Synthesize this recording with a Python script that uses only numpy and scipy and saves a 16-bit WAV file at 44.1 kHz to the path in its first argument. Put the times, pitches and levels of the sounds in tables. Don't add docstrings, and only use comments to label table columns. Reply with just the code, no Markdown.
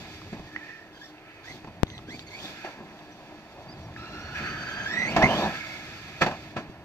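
import sys
import numpy as np
from scipy import signal
from scipy.fft import rfft, irfft
from scipy.io import wavfile
from scipy.ndimage import uniform_filter1d

SR = 44100
rng = np.random.default_rng(int(sys.argv[2]) if len(sys.argv) > 2 else 0)


def int16_out(signal):
    q = np.round(np.clip(np.atleast_2d(signal).T, -1, 1) * 32767)
    wavfile.write(sys.argv[1], SR, q.astype(np.int16))


def volts_from_db(level):
    exponent = np.asarray(level, float) / 20
    return 10 ** exponent


N = 301644

# (frequency [Hz], width [Hz], level [dB])
DRIVE = [(3455, 360, 1.5), (3976, 570, 1.5), (4480, 580, 1.5), (5310, 490, -2.5), (6020, 280, -7.5),
         (6620, 270, -7), (7290, 330, -5.5)]
# (frequency [Hz], width [Hz], level [dB])
SHELL = [(1310, 97, 0), (1682, 95, 4), (2200, 550, 2), (2490, 266, 3), (3050, 194, -14)]
# (time [s], level [dB])
AIR = [(0.0, -46.5), (0.42, -49), (0.6, -62.5), (1.3, -63), (1.75, -48.5), (2.1, -49), (2.9, -68),
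       (3.51, -63.5), (3.77, -45.5), (4.62, -48), (5.15, -50.5), (6.4, -52.5), (6.84, -51)]
# (start [s], length [s], tooth rate at start [Hz], at end [Hz], whine [dB])
STABS = [
    (0.924, 0.061, 1740, 1580, -57.5),
    (0.994, 0.082, 1615, 1780, -52.5),
    (1.437, 0.098, 1610, 2100, -46.5),
    (1.866, 0.13, 2116, 2010, -56),
    (2.076, 0.095, 1545, 2340, -47),
    (2.183, 0.06, 2120, 2350, -56.5),
    (2.263, 0.035, 2180, 2210, -54.5),
    (2.301, 0.1, 2100, 2420, -47.5),
    (2.382, 0.041, 2500, 3510, -48),
    (2.423, 0.062, 3480, 3650, -45),
]
# (time [s], motor load [dB], wheels on the ground [dB], shell drone [dB],
# heading: low shell modes over high [dB])
PATH = [(0.0, -49, -48, -51.5, -3), (0.2, -51.5, -56, -54.5, -4), (0.42, -55, -51, -57.5, -2.5),
        (0.85, -63, -56, -62.5, 2), (1.08, -67, -58, -65.5, 0), (1.38, -61.5, -55.5, -55, -2),
        (1.82, -63.5, -56.5, -64.5, -5), (2.3, -69.5, -58, -61.5, -4), (2.45, -50, -50, -51, -1.5),
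        (2.68, -52, -53, -50, 1), (2.8, -58.5, -52.5, -58.5, 0), (3.9, -58.5, -50, -61.5, -2.5),
        (4.0, -54, -49.5, -53, 0.5), (4.6, -49, -48, -44.5, 9.5), (5.15, -46, -37.5, -41, -6.5),
        (5.55, -44.5, -46, -45.5, 2), (6.4, -51, -51, -52.5, -4.5), (6.84, -66.5, -55, -63, 2)]
RAMP_ON_S, RAMP_OFF_S = 5.17, 5.47


def unit(x):
    return x / np.sqrt(np.mean(x ** 2))


def resonance(x, hz, width_hz):
    return signal.lfilter(*signal.iirpeak(hz, hz / width_hz, SR), x)


def ring(x, modes):
    return sum((-1) ** k * volts_from_db(db) * np.sqrt(100 / width) * resonance(x, hz, width)
               for k, (hz, width, db) in enumerate(modes))


def walk(rate):
    hold = int(SR / rate)
    steps = np.repeat(rng.standard_normal(N // hold + 1), hold)
    return 1.375 * uniform_filter1d(uniform_filter1d(steps, hold), hold)[:N]


def grit(spread_db, patchy_db, rate):
    size = np.minimum(rng.exponential(size=N), 5)
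    return rng.standard_normal(N) * volts_from_db(spread_db * size + patchy_db * walk(rate))


def shape(x, points):
    return irfft(rfft(x) * points, N)


def on_bins(table, warp):
    hz, value = np.transpose(table)
    return np.interp(warp(np.arange(N // 2 + 1) * SR / N + 1), warp(hz + 1), value)


def gains(table):
    s, *columns = np.transpose(table)
    return [volts_from_db(np.interp(np.arange(N) / SR, s, column)) for column in columns]


def dull(x):
    return signal.sosfilt(signal.butter(4, 6390, fs=SR, output="sos"), x)


def town():
    # frequency [Hz], width [Hz], level [dB]
    hum_tone = (308, 7, -55)
    # (frequency [Hz], level per Hz [dB])
    hiss_colour = [(18, -35), (30, 5), (179, -23), (374, 12.5), (937, -23), (1160, -3.5), (1720, 0),
                   (3060, -7), (4530, -14.5), (16000, -53.5)]
    hz, width, hum_db = hum_tone
    hum = volts_from_db(hum_db + walk(7.23)) * unit(ring(rng.standard_normal(N), [(hz, width, 0)]))
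    hiss = unit(shape(rng.standard_normal(N), volts_from_db(on_bins(hiss_colour, np.log))))
    return hum + volts_from_db(-57) * hiss


def bird():
    # (time [s], length [s], start pitch [Hz], end pitch [Hz], level [dB])
    chirps = [
        (3.109, 0.035, 6000, 5750, -57),
        (3.682, 0.03, 4630, 4780, -46.5),
        (3.707, 0.039, 5260, 4600, -49),
        (3.828, 0.036, 5780, 5570, -56.5),
    ]
    out = np.zeros(N)
    for s, length, hz0, hz1, db in chirps:
        u = np.arange(int(length * SR)) / (length * SR)
        turns = length * (hz0 * u + (hz1 - hz0) * u ** 2 / 2)
        out[int(s * SR):][:len(u)] += volts_from_db(db) * np.sin(np.pi * u) * np.sin(2 * np.pi * turns)
    return out


def wind(thud, shared=0.96):
    gust = shared * rng.standard_normal(N) + (1 - shared) * rng.standard_normal((2, N))
    boom_db = 12.5
    level = gains(AIR)[0] * volts_from_db(2.0 * walk(8)) + volts_from_db(boom_db) * thud ** 2
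    return level * unit(ring(ring(gust, [(78.6, 94, 0)]), [(58, 140, -6.5), (113, 113, 3)]))


def pop():
    start_s, rise_s, size = 1.8329, .00006, 1.33
    corner, damping = 2 * np.pi * 100, 1.85
    step = size * (1 - np.exp(-np.maximum(np.arange(N) / SR - start_s, 0) / rise_s))
    return signal.lfilter(*signal.bilinear([1, 0, 0], [1, damping * corner, corner ** 2], SR), step)


def ticks():
    # (time [s], peak level [dB], pitch [Hz], time to fall 60 dB [s])
    stones = [(0.218, -29.5, 1190, 0.0077), (0.5623, -19, 1930, 0.014), (1.1818, -40, 2620, 0.008),
              (1.869, -34, 3600, 0.0065), (1.9016, -26.5, 3530, 0.0037), (1.9798, -28.5, 3560, 0.0095),
              (1.991, -35.5, 1200, 0.011), (2.1041, -37, 3620, 0.0089), (2.1938, -22, 3720, 0.0037),
              (2.2894, -38, 3600, 0.0099), (2.648, -35, 366, 0.12), (2.9911, -37.5, 3600, 0.008),
              (3.963, -30.5, 1680, 0.026)]
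    out, t = np.zeros(N), np.arange(SR // 10) / SR
    for s, db, hz, t60 in stones:
        out[int(s * SR):][:len(t)] -= volts_from_db(db - 60 * t / t60) * np.sin(2 * np.pi * hz * t)
    return out


def boards():
    on, off, edge_s, level_db = RAMP_ON_S, RAMP_OFF_S, 0.015, -29
    return gains([(on - edge_s, -90), (on, level_db - 3), ((on + off) / 2, level_db), (off, level_db),
                  (off + edge_s, level_db - 9), (off + 0.23, -90)])[0]


def drags():
    # (time [s], drone [dB], rise [s], fall [s], heading: low modes over high [dB])
    grass = [
        (0.68, -57.5, .15, 0.17, -7),
        (1.3, -73, 0.18, 0.069, -12),
        (2.55, -66, 0.15, 0.29, 1),
        (4.37, -41, 0.031, .22, 0),
        (4.8, -63, 0.4, 0.088, 1),
        (5.35, -42.5, 0.19, 0.35, 1),
    ]
    t, low_high = np.arange(N) / SR, np.array([[.5], [-.5]])
    out = 0
    for s, db, rise, fall, heading_db in grass:
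        away = np.where(t < s, (s - t) / rise, (t - s) / fall)
        out = out + volts_from_db(db - 20 * away ** 2 + low_high * heading_db)
    return out


def throttle():
    lead_s, overrun, linger_s = 0.0077, 1.3, 0.025
    t, keep = np.arange(N) / SR, np.exp(-1 / (linger_s * SR))
    held = sum(volts_from_db(db) * (t > s - lead_s) * (t < s + overrun * length) for s, length, _, _, db in STABS)
    return signal.lfilter([1 - keep], [1, -keep], held)


def motor(crack):
    # (frequency [Hz], width [Hz], level [dB])
    windings = [(10280, 890, -9), (11940, 500, -6), (15200, 2900, -5.5)]
    load = gains(PATH)[0] + volts_from_db(-12.5) * drags()[1] + volts_from_db(-18) * boards()
    stabs = throttle()
    drive = load + volts_from_db(-6.5) * stabs
    switching = volts_from_db(-19) * load + volts_from_db(-24) * stabs + 0.029 * uniform_filter1d(crack, size=500)
    scatter = grit(2.2, 1.5, 40) + np.array([grit(1.5, 1.0, 30), grit(1.5, 1.0, 30)])
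    rattle = (drive + 0.4 * crack) * unit(ring(0.085 * scatter[0] + 2.2 * scatter, DRIVE))
    return dull(rattle) + switching * unit(ring(scatter, windings))


def stab(s, length, hz0, hz1, db):
    spin_up, peak, ends_db = .75, 0.61, 11
    u = np.linspace(0, 1, num=12)
    gained = np.clip(u / spin_up, 0, 1)
    hz = hz0 + (hz1 - hz0) * gained ** 2 * (3 - 2 * gained)
    off_peak = np.where(u < peak, 1 - u / peak, (u - peak) / (1 - peak))
    return np.transpose([s + length * u, hz, db - ends_db * off_peak ** 2])


def through_body(x):
    return .4 * x + .95 * sum(resonance(x, hz, width) for hz, width, _ in SHELL[1:] + DRIVE)


def gears(edge_s=0.0035):
    # (time [s], tooth rate [Hz], whine [dB])
    coast = [
        (0.47, 1790, -57),
        (0.56, 1807, -51),
        (0.78, 1820, -49),
        (0.9, 1780, -61),
    ]
    # (time [s], tooth rate [Hz], whine [dB])
    flight = [
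        (5.5, 2277, -65),
        (5.6, 2232, -46),
        (5.8, 2200, -49.5),
        (5.92, 2150, -65),
    ]
    # (time [s], tooth rate [Hz], whine [dB])
    run_up = [(3.97, 1315, -51), (4.04, 1351, -46.5), (4.3, 1427, -47), (4.55, 1544, -45.5),
              (4.86, 1635, -38.5), (4.94, 1895, -30.5), (5.07, 2050, -33), (5.15, 3050, -45),
              (5.19, 3183, -46)]
    # (time [s], tooth rate [Hz], whine [dB])
    climb = [(5.215, 1712, -30), (5.24, 2050, -23.5), (5.272, 2200, -30.5), (5.282, 2924, -38),
             (5.3, 3016, -34), (5.34, 3090, -37), (5.39, 3620, -40), (5.43, 3660, -41), (5.46, 3720, -43)]
    overtones = [-56, -58, -62.5]
    overtone_share = 0.61
    out, tremble = np.zeros(N), 1 + .014 * walk(200)
    throb = [volts_from_db(1.8 * walk(45)) * (.8 + walk(rate) + 1j * walk(rate)) for rate in (240, 380, 520, 620)]
    throb[1:] = [v * volts_from_db(1.8 * walk(40)) for v in throb[1:]]
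    bursts = [(coast, -14), (flight, -14), (run_up, 0.2), (climb, -3)]
    bursts += [(stab(*row), 1.5) for row in STABS]
    for burst, top_db in bursts:
        s, hz, db = np.transpose(burst)
        top_db = top_db - 7 * np.maximum(hz - 2150, 0) / 1000
        i = np.arange(int(s[0] * SR), int(s[-1] * SR))
        t = i / SR
        teeth = np.cumsum(np.interp(t, s, hz) * tremble[i]) / SR
        wear = (i[0] // 2 + teeth * SR / 1400).astype(int)
        fade = np.clip(np.minimum(t - s[0], s[-1] - t) / edge_s, 0, 1)
        levels = [db] + [top + top_db + overtone_share * (db + 46) for top in overtones]
        for k, level in enumerate(levels):
            wave = np.real(throb[k][wear] * np.exp(2j * np.pi * (k + 1) * teeth))
            out[i] += fade * volts_from_db(np.interp(t, s, level)) * wave
    return 0.78 * through_body(out)


def blow_gains():
    # (time [s], chassis knock [dB], wheel thud [dB], time to fall 60 dB [s], rise [s])
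    blows = [(0.325, -35, -40.5, 0.11, 0.0051), (0.39, -42, -38.5, 0.035, 0.0053),
             (1.642, -35.5, -43, 0.047, 0.0034), (1.671, -37.5, -43, 0.084, 0.0028),
             (2.084, -61, -47, 0.1, .0026), (2.14, -50, -42, .08, .006), (4.38, -58, -43.5, 0.48, .04),
             (2.634, -32, -51, 0.21, 0.014), (2.74, -54, -48, 0.69, 0.064), (1.49, -59, -51, 0.25, .02),
             (5.162, -16, -29.5, 0.13, 0.0021), (5.223, -15, -23.5, 0.048, 0.0024),
             (5.237, -28, -17, 0.045, 0.0016), (5.251, -42, -24, 0.0627, 0.0047),
             (6.205, -11, -26, 0.13, 0.016), (6.261, -20.5, -34, 0.17, 0.0026),
             (6.31, -28, -45, 0.15, 0.002), (6.559, -23, -34, 0.18, 0.0086),
             (6.689, -48, -41, 0.046, 0.0087)]
    out, t = np.zeros((3, N)), np.arange(SR // 2) / SR
    for s, knock_db, thud_db, t60, rise in blows:
        i = int(s * SR)
        crack_db = knock_db - 12.5 + 0.32 * (knock_db + 25.5)
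        for row, db, last in zip(out, (knock_db - 6, thud_db + 2, crack_db), (1., 1.2, .7)):
            fall = volts_from_db(db - 60 * np.maximum(t - rise, 0) / (last * t60))
            row[i:i + len(t)] += (fall * np.minimum(t / rise, 1) ** 2)[:N - i]
    return out


def truck(knock, thud, crack):
    # (frequency [Hz], width [Hz], level [dB])
    tyre_modes = [(567, 202, -0.5), (767, 235, 2.5), (1004, 178, 0), (1182, 500, -5.5)]
    # (frequency [Hz], width [Hz], level [dB])
    ground_modes = [(163, 93, -2), (235.5, 48.4, 0), (312.6, 159, 0.5), (421, 210, -3.5)]
    _, wheels, drone, heading = gains(PATH)
    ramp, (low_drag, high_drag) = boards(), drags()
    wheels = wheels * gains([(RAMP_OFF_S, 0), (RAMP_OFF_S + .05, -3), (6.2, -3), (6.22, 0)])[0]
    wheels = wheels + volts_from_db(-12.5) * throttle()
    low_shell = drone * heading ** .5 + low_drag
    high_shell = drone / heading ** .5 + high_drag
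    tyres = wheels + ramp
    ground = volts_from_db(-3.5) * wheels * (wheels / volts_from_db(-49)) ** 0.44 + .8 * ramp
    ground = ground + volts_from_db(-10.5) * gains(AIR)[0]
    rattle, scrabble, lumps = grit(2.2, 1.5, 40), grit(2.6, 1.5, 30), grit(2.5, 1.5, 15)
    shake = rattle + .6 * scrabble + 1.1 * rng.standard_normal((2, N))
    out = (low_shell + 0.93 * crack) * unit(ring(shake, SHELL[:2]))
    out += (high_shell + 0.71 * crack) * unit(ring(shake, SHELL[2:]))
    out += (tyres + knock) * unit(ring(scrabble, tyre_modes))
    return out + (ground + thud) * unit(ring(0.51 * scrabble + lumps, ground_modes))


def wall_echoes(x):
    t = np.arange(int(.1 * SR)) / SR
    tails = rng.standard_normal((2, len(t))) * volts_from_db(-60 * t / .05)
    treble = signal.lfilter(*signal.butter(2, 1800, "high", fs=SR), x)
    return np.array([signal.oaconvolve(treble, tail / np.linalg.norm(tail))[:N] for tail in tails])


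def scene():
    # (frequency [Hz], left minus right [dB])
    port_colour = [(60, -18), (110, 10), (200, -2), (380, 2.5), (700, -1.5), (1290, -1.5), (2380, -6),
                   (4400, -1.5), (8120, 4), (15000, -0.5)]
    # (frequency [Hz], left leads right by [radians])
    port_lead = [(0, 0), (700, .4), (1300, .75), (2000, 1.5), (3100, 2), (4200, 5), (6000, 13), (16400, 37)]
    knock, thud, crack = blow_gains()
    near = dull(gears() + truck(knock, thud, crack) + ticks() + bird()) + town()
    tilt = volts_from_db(on_bins(port_colour, np.log) / 2) * np.exp(.5j * on_bins(port_lead, np.abs))
    arriving = near + volts_from_db(-5) * wall_echoes(near[0]) + motor(crack)
    out = shape(arriving, np.array([tilt, 1 / tilt])) + wind(thud)
    out += volts_from_db(-76.5) * unit(ring(rng.standard_normal((2, N)), [(12500, 6500, 0)]))
    out[0] += pop()
    return out


def low_pass(x):
    return signal.sosfilt(signal.butter(12, 16790, fs=SR, output="sos"), x)


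def record(dry):
    top_hz = 15780
    mix = shape(np.clip(dry, -1, 1), on_bins([(top_hz - 150, 1), (top_hz, 0)], np.abs))
    return low_pass(mix)


dry = scene()
out = record(dry)
int16_out(out)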